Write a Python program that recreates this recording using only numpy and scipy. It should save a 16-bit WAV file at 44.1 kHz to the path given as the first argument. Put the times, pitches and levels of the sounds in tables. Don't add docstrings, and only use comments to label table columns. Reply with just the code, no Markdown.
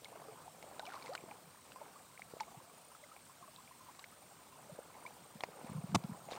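import sys
import numpy as np
from scipy import signal
from scipy.fft import rfft, irfft
from scipy.io import wavfile
from scipy.ndimage import uniform_filter1d

SR = 44100
rng = np.random.default_rng(int(sys.argv[2]) if len(sys.argv) > 2 else 0)


def transcribe(u):
    v = np.clip(np.atleast_2d(u).T, -1, 1)
    q = np.round(v * 32767).astype(np.int16)
    wavfile.write(sys.argv[1], SR, q)


def volts(x):
    e = np.asarray(x, float) / 20
    return 10 ** e


N = 281342

# f/Hz, level/dB
TICK_BRIGHT = [(300, -30.5), (1200, 7.5), (2200, -10.5), (4000, 8.5), (6500, -9.5), (10000, -18),
               (16000, -35)]
# f/Hz, level/dB
TICK_DULL = [(300, -13), (800, 15), (1500, -10), (2200, 9), (3200, -19.5), (7000, -14), (16000, -44)]


def evened(x):
    return x / np.sqrt(np.mean(x ** 2) + 1e-20)


def read(points, hz):
    f, value = np.transpose(points)
    return np.interp(np.log(hz + 1), np.log(f + 1), value)


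def level_curve(rows):
    s, db = np.transpose(rows)
    return volts(np.interp(np.arange(N) / SR, s, db))


def add(mix, s, sound):
    part = mix[round(s * SR):][:len(sound)]
    part += sound[:len(part)]


def coloured(length, db_at):
    hz = np.fft.rfftfreq(length, 1 / SR)
    spectrum = rfft(rng.standard_normal(length)) * volts(db_at(hz))
    return evened(irfft(spectrum, length))


def wander(span, size=N):
    once = uniform_filter1d(rng.standard_normal(size), span)
    return evened(uniform_filter1d(once, span))


def resonate(x, hz, width):
    r = np.exp(-np.pi * width / SR)
    poles = [1, -2 * r * np.cos(2 * np.pi * hz / SR), r * r]
    once = signal.lfilter([1, -1], poles, x)
    return evened(signal.lfilter([1, -1], poles, once))


def whine():
    # f/Hz, level/dB
    whine_tones = [(14998, -82)]
    out = np.zeros(N)
    for hz, db in whine_tones:
        pitch = hz + 5 * wander(6000)
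        out += volts(db) * np.sqrt(2) * np.sin(2 * np.pi * np.cumsum(pitch) / SR)
    return out


def riffle(patchy_db=1.44, flicker_db=0.67):
    # f/Hz, level/dB
    hiss_colour = [(35, -40), (60, -3.5), (140, 1.5), (400, -8.5), (800, -5.5), (1200, -4), (1850, -11.5),
                   (4000, -11.5), (6500, -13.5), (8500, -9), (9300, -11), (9900, -18), (12000, -17.5),
                   (14900, -15.5), (15800, -17), (16300, -48)]
    frames, hz = N // 128 + 5, np.fft.rfftfreq(512, 1 / SR)
    a, b, patches = rng.standard_normal((frames, 257, 3)).T
    patches = uniform_filter1d(patches, 6, axis=0)
    patches = evened(uniform_filter1d(patches, 16, axis=1))
    flicker = evened(uniform_filter1d(rng.standard_normal(frames), 6))
    level_db = read(hiss_colour, hz)[:, None] + patchy_db * patches + flicker_db * flicker
    hiss = signal.istft((a + 1j * b) * volts(level_db), nperseg=512, noverlap=384)[1][:N]
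    return volts(-62) * evened(hiss)


def trill(strokes, hz, arch_hz=350, drift_hz=70, rasp_hz=110, sharp=3, uneven_db=1.8):
    swing, size = np.cos(2 * np.pi * strokes), len(strokes)
    pitch = hz + arch_hz * (swing - .8) + drift_hz * wander(2500, size) + rasp_hz * wander(40, size)
    tone = np.sin(2 * np.pi * np.cumsum(pitch) / SR)
    gate = np.exp(sharp * (swing - 1))
    return evened(gate * volts(uneven_db * wander(700, size)) * tone)


def wing_pulses(strokes, sharp, click_share=.35):
    gate = np.exp(sharp * (np.cos(2 * np.pi * strokes) - 1))
    clicks = np.diff(np.floor(strokes), prepend=0)
    noise = evened(gate * rng.standard_normal(len(strokes)))
    return (1 - click_share) * noise + click_share * evened(clicks)


def insects(strokes_per_s=29, chirp_width_hz=200):
    # f/Hz, level/dB, wing strokes per second
    chorus = [(8520, -78, 26), (8900, -80, 29.6)]
    # t/s of the first wing stroke, length/s, level/dB, f/Hz
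    phrases = [(0.018, 0.13, -70.5, 9000), (.286, 0.18, -72, 8600), (0.44, 0.2, -80, 9200),
               (0.719, .3, -72.5, 8850), (1.195, .1, -75, 8050), (1.473, .21, -75, 8700),
               (1.887, .19, -76, 8630), (2.144, 0.2, -73, 8900), (2.492, 0.11, -83, 8700),
               (2.748, 0.22, -70, 9200), (2.98, .105, -76, 8700), (3.15, .14, -76, 8700),
               (3.186, .17, -74, 9100), (3.325, .2, -78, 8700), (3.666, .135, -78, 8950),
               (3.813, 0.11, -75, 8560), (4.082, 0.21, -73.5, 9100), (4.196, 0.29, -75, 8700),
               (4.554, 0.28, -73, 9150), (4.697, 0.14, -74, 8500), (4.935, 0.25, -73, 9100),
               (5.209, 0.15, -71.5, 8600), (5.527, 0.36, -69.5, 8760), (6.035, 0.36, -72.5, 8650)]
    # t/s, length/s, level/dB, f/Hz, pulses per second
    calls = [(.4, 0.47, -74.5, 7660, 26), (1.02, 0.28, -71.5, 7640, 29), (1.62, .17, -75, 7700, 78),
             (1.95, 0.12, -73, 7700, 78), (2.28, .12, -77, 7700, 78), (2.39, 0.11, -76, 6800, 75),
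             (2.64, .13, -79, 7700, 78), (2.92, .12, -76, 7680, 78), (3.01, .12, -78, 6850, 75),
             (3.22, .13, -74, 7700, 78), (3.34, 0.15, -80, 6940, 75), (3.54, .12, -73, 7640, 78),
             (3.94, .13, -71.5, 7700, 78), (4.27, 0.12, -74, 7600, 78), (4.5, 0.23, -78, 7800, 27),
             (6.22, 0.18, -71, 6850, 75)]
    out = np.zeros(N)
    for hz, db, per_s in chorus:
        strokes = np.cumsum(per_s + 1.5 * wander(9000)) / SR
        out += volts(db) * trill(strokes, hz)
    for s, length, db, hz in phrases:
        lead = min(s, .5 / strokes_per_s)
        t = np.arange(-lead, length + lead, 1 / SR)
        phrase = trill(strokes_per_s * t, hz) * signal.windows.tukey(len(t), .4)
        add(out, s - lead, volts(db) * phrase)
    for s, length, db, hz, per_s in calls:
        t = np.arange(0, length, 1 / SR)
        call = resonate(wing_pulses(per_s * t + .5, sharp=1.8), hz, chirp_width_hz)
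        add(out, s, volts(db) * call * signal.windows.tukey(len(t), .4))
    return out


def rumble(body_hz=150, width_hz=110, lumpy_db=3.5):
    # t/s, level/dB
    restless = [(0., -73), (.35, -68.5), (.8, -76), (1.26, -65.5), (1.6, -76), (2.42, -71), (3.23, -79.5),
                (4.4, -76), (4.58, -68.5), (5.06, -77.5), (5.75, -61), (5.92, -54), (6.18, -65),
                (6.38, -60)]
    lumps = volts(lumpy_db * evened(uniform_filter1d(rng.standard_normal(N), 900)))
    return level_curve(restless) * resonate(lumps * rng.standard_normal(N), body_hz, width_hz)


def bumps(early=.85, sag=.5):
    # t/s, level/dB, f/Hz, length/s
    knocks = [(2.5645, -50, 148, .027), (4.715, -47.5, 159, 0.028), (5.3518, -44.5, 192, .015),
              (5.641, -40.5, 222, 0.012), (5.6927, -39, 174, 0.014), (5.7148, -37.5, 163, 0.01),
              (5.7451, -35.5, 149, 0.033), (5.7676, -35.5, 163, 0.041), (5.837, -35.5, 174, 0.017),
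              (5.8847, -45, 160, .04), (5.9211, -36.5, 180, 0.0257), (5.943, -24, 172, 0.015),
              (5.9593, -31.5, 150, 0.025), (6.0405, -33.5, 177, .018), (6.0892, -37.5, 203, 0.023),
              (6.114, -37.5, 164, 0.016)]
    out = np.zeros(N)
    for s, db, hz, length in knocks:
        t = np.arange(0, length, 1 / SR)
        push = np.sin(np.pi * (t / length) ** early) ** 2
        pitch = hz * (1 + sag * (.45 - t / length))
        phase = 2 * np.pi * np.cumsum(pitch) / SR - np.pi * hz * length
        add(out, s, volts(db) * push * np.cos(phase))
    return out


def scrape(start_s=5.9445, length_s=.019, level_db=-25.5, fade_db=-2):
    # f/Hz, level/dB
    grit_colour = [(60, -12), (160, 1.5), (400, -11), (750, -1.5), (1050, -4.5), (1600, -22.5), (2600, -20),
                   (4200, -21), (6000, -18.5), (10000, -33.5), (16000, -47)]
    size = round(length_s * SR)
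    grit = coloured(4096, lambda hz: read(grit_colour, hz))
    low = signal.sosfilt(signal.butter(2, 1500, fs=SR, output="sos"), grit)[-size:]
    treble = (grit[-size:] - low) * 1.3 * signal.windows.tukey(size, .7)
    stroke = evened(low * signal.windows.tukey(size, .22) + treble)
    out = np.zeros(N)
    add(out, start_s, volts(level_db + fade_db * np.arange(size) / size) * stroke)
    return out


def random_drops(per_s, spread_db):
    strength = volts(spread_db * np.minimum(rng.exponential(1, N), 4))
    return strength * (rng.random(N) < per_s / SR)


def spray(t60=0.0056):
    # t/s, length/s, level/dB
    showers = [(.84, .32, -59.5), (5.6, 0.15, -65.5), (5.856, 0.078, -64), (6.295, 0.085, -54)]
    t = np.arange(0, 4 * t60, 1 / SR)
    grain = signal.oaconvolve(random_drops(per_s=900, spread_db=3.5), volts(-60 * t / t60))[:N]
    patter = grain * coloured(N, lambda hz: .5 * (read(TICK_DULL, hz) + read(TICK_BRIGHT, hz)))
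    out = np.zeros(N)
    for s, length, db in showers:
        shower = patter[round(s * SR):][:round(length * SR)]
        add(out, s, volts(db) * evened(shower) * signal.windows.tukey(len(shower), .4))
    return out


def ticks(hiss=0.57, lag_s=.0009, hiss_t60_s=.027, ragged_db=2.5, size=2048):
    # t/s, level/dB, dullness from 0 to 1
    impacts = [(0.0448, -41, 0.2), (.626, -43, 0.7), (.7946, -37, 0.33), (.853, -46, 0.2),
               (0.864, -43, 0.3), (.9348, -41, 0.5), (.9405, -42, .7), (1.0227, -46, 0.2),
               (1.0595, -42, .5), (1.135, -45, 0.4), (1.1505, -31, 0.36), (1.311, -46, 0.9),
               (1.719, -48, .25), (1.7595, -47, .9), (2.1936, -42, .64), (2.2186, -50, 0.2),
               (2.4009, -43, .4), (2.4047, -33.5, 0.32), (2.432, -44, 0.94), (3.164, -49, 0.8),
               (3.948, -52, .5), (3.9933, -44, 0.3), (4.0406, -44.5, 0.25), (5.0633, -45, .55),
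               (5.4062, -38, .53), (5.4355, -29, 0.59), (6.0382, -45, .5), (6.2865, -46, .8),
               (6.305, -46, .5), (6.3115, -39.5, 0.6), (6.318, -40, .27), (6.343, -47, .37)]
    out, t, hz = np.zeros(N), np.arange(size) / SR, abs(np.fft.fftfreq(size, 1 / SR))
    for s, db, dull in impacts:
        colour_db = dull * read(TICK_DULL, hz) + (1 - dull) * read(TICK_BRIGHT, hz)
        colour_db += ragged_db * np.interp(hz, np.geomspace(500, 12000, 14), rng.standard_normal(14))
        spectrum = np.exp(np.conj(signal.hilbert(np.log(volts(colour_db)))))
        snap = np.fft.ifft(spectrum).real
        late = np.roll(snap / abs(snap).max(), round(lag_s * SR))
        tail = coloured(size, lambda f: np.interp(f, hz[:size // 2], colour_db[:size // 2]))
        swell = np.minimum(t / lag_s, 1) ** 2
        add(out, s, volts(db) * (late + hiss * swell * volts(-60 * t / hiss_t60_s) * tail))
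    return out


def bubble(hz, t60, rise):
    t = np.arange(int(1.2 * t60 * SR)) / SR
    shape = (1 - np.exp(-t / (0.042 * t60))) * volts(-60 * t / t60)
    return shape * np.sin(2 * np.pi * hz * (t + rise * t ** 2 / (2 * t60)))


def swarm(sizes, per_s, spread_db, cycles, rise, count=36):
    drops = random_drops(per_s, spread_db)
    kind, out = rng.integers(0, count, N), np.zeros(N)
    for k, hz in enumerate(np.geomspace(sizes[0][0], sizes[-1][0], count)):
        long, up = rng.random(2)
        one = bubble(hz, cycles * (.5 + 2 * long) / hz, 2 * rise * up)
        one = volts(read(sizes, hz)) * one / np.linalg.norm(one)
        out += signal.oaconvolve(drops * (kind == k), one)[:N]
    return evened(out)


def gurgle():
    # t/s, level/dB of the dense bubbles
    stir = [(0., -66), (.17, -58), (.33, -56.5), (.53, -66), (.65, -58.5), (1.05, -58.5), (1.3, -60),
            (1.62, -69), (1.83, -58), (2.18, -72.5), (2.38, -62), (2.9, -69), (3.7, -71.5), (4.42, -66.5),
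            (4.81, -60.5), (5.07, -59.5), (5.32, -66), (5.66, -54), (5.86, -60.5), (6.08, -58),
            (6.24, -64.5), (6.38, -49.5)]
    # f/Hz, level/dB
    gurgle_sizes = [(250, -13.5), (450, -4.5), (800, -0.5), (1200, -6), (1700, -17), (2300, -12),
                    (4000, -28)]
    # f/Hz, level/dB
    trickle_sizes = [(450, -8), (700, -1.5), (1100, 0), (1400, -7), (2500, -14)]
    dense = swarm(gurgle_sizes, per_s=1800, spread_db=3.3, cycles=12, rise=0.36)
    trickle = swarm(trickle_sizes, per_s=60, spread_db=2.6, cycles=30, rise=0.252)
    return level_curve(stir) * dense + volts(-68) * trickle


def bubbles_and_rings():
    # t/s, level/dB, f/Hz at the start,
    # t60/s (time to die by 60 dB), pitch change over the t60 as a share
    rings = [(.0458, -34.5, 3960, 0.0061, -0.52), (.055, -41.5, 2200, 0.025, -0.043),
             (.1551, -42, 600, 0.039, 0.41), (.2162, -41, 620, 0.027, 0.53),
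             (0.2839, -41.5, 442, 0.11, 0.0026), (.3232, -43, 656, 0.018, .58),
             (.479, -37.5, 850, 0.021, -0.049), (.6401, -39, 570, 0.02, 0.85), (.6841, -45, 720, 0.048, .6),
             (0.763, -47, 967, .047, 0.19), (.7946, -29, 703, .014, .3), (.7953, -30, 4100, 0.0052, -.23),
             (0.7995, -38, 1520, .026, -0.077), (0.8273, -38, 769, 0.072, 0.97),
             (.8536, -42, 3150, 0.019, -.34), (.8659, -38, 2710, .0044, 0), (0.8688, -40, 2430, .03, -0.23),
             (.8753, -39.5, 674, .098, 0.94), (0.9026, -36.5, 1641, 0.0089, -0.51),
             (.9201, -38, 1485, 0.027, -.28), (0.9423, -34, 1010, .01, 0.45),
             (.9525, -33.5, 1098, .014, .3), (.9622, -38, 1040, .04, 0.28), (.9746, -40, 1400, 0.016, -.2),
             (1.0235, -43, 2332, 0.023, -0.11), (1.0276, -41, 4070, .0086, 1.),
             (1.0495, -42.5, 820, 0.064, .7), (1.0665, -42.5, 2020, 0.033, .6),
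             (1.0907, -35.5, 484, 0.11, 0.95), (1.1152, -36.5, 660, .092, 1.),
             (1.135, -37, 4500, .0045, 0.22), (1.1505, -36, 1430, 0.023, .25),
             (1.1541, -34, 2730, 0.008, 0.33), (1.1779, -35, 2451, 0.011, -.26),
             (1.2385, -36.5, 400, .016, -.22), (1.3115, -41, 2350, .012, 0),
             (1.3121, -36, 814, 0.032, 0.12), (1.7197, -44, 2849, .012, -0.27),
             (1.7593, -42.5, 1000, 0.074, 0.21), (1.8136, -39, 630, 0.049, -0.23),
             (1.8137, -37.5, 890, .039, 0), (1.9568, -45.5, 1050, 0.053, 0.75),
             (2.1763, -39, 1950, .0105, 1.), (2.219, -34, 1970, 0.014, 0.75),
             (2.3371, -32, 466, 0.012, -0.21), (2.3676, -36, 547, 0.015, 0.9),
             (2.4005, -34, 2010, .011, 0.73), (2.406, -27, 912, 0.05, -0.22),
             (2.4333, -47, 2300, 0.016, -.36), (2.4782, -45, 687, 0.043, -0.083),
             (2.5437, -46, 692, .065, .7), (2.698, -44, 988, 0.015, .7), (2.9493, -43.5, 1302, .026, 0),
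             (3.0286, -49, 593, .088, .04), (3.115, -45, 1220, .05, .4), (3.4766, -46, 1126, .04, 0),
             (3.038, -45.5, 2020, .023, 0.19), (3.2959, -47, 1040, 0.039, 0),
             (3.4255, -43, 1130, 0.038, -0.2), (3.4812, -48, 650, .06, -.1), (3.604, -47, 1059, .025, .7),
             (3.164, -47, 2350, .012, 0), (3.989, -45.5, 1059, .042, .39), (4.3122, -47, 815, .052, 0),
             (1.1287, -44, 1290, .047, -.2), (.4612, -46, 696, .05, .3), (1.2769, -47, 655, .095, 0),
             (3.5618, -38, 4000, .0049, -0.33), (3.676, -45.5, 2260, .014, .18),
             (3.8849, -44.5, 920, 0.074, 1), (3.9932, -43.5, 4047, .0099, -.2),
             (4.041, -36.5, 1960, .014, .67), (4.6947, -42, 543, 0.08, 0.79), (4.789, -29, 518, 0.015, 0),
             (4.9506, -43.5, 950, .026, -0.38), (5.052, -36.5, 1000, 0.037, .11),
             (5.0628, -36, 2206, 0.032, 0.27), (5.4077, -30.5, 3380, 0.0049, -0.0069),
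             (5.4362, -22, 2140, 0.0099, -0.037), (5.4367, -19.5, 705, 0.0099, -0.085),
             (5.4379, -34, 1020, .017, -0.49), (5.4862, -42, 480, 0.026, -0.32),
             (6.2863, -36.5, 573, 0.029, .74), (6.3126, -38, 665, .06, 0.73),
             (6.32, -38, 4360, .0035, 0.19), (6.3212, -29.5, 520, 0.011, -0.16),
             (6.33, -34, 3480, .005, .08), (6.3341, -37, 2451, .0082, -.2)]
    out = np.zeros(N)
    for s, db, hz, t60, rise in rings:
        add(out, s, volts(db) * bubble(hz, t60, rise))
    return out


def scene():
    shaken = rumble() + bumps() + scrape()
    water = riffle() + spray() + ticks() + gurgle() + bubbles_and_rings()
    return (insects() + shaken + water)[None]


def band_limit(x):
    return signal.sosfilt(signal.butter(12, 16420, fs=SR, output="sos"), x)


def record(dry):
    bass_cut = signal.butter(2, 78, "high", fs=SR, output="sos")
    mix = signal.sosfilt(bass_cut, dry + whine())
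    return band_limit(mix)


dry = scene()
out = record(dry)
transcribe(out)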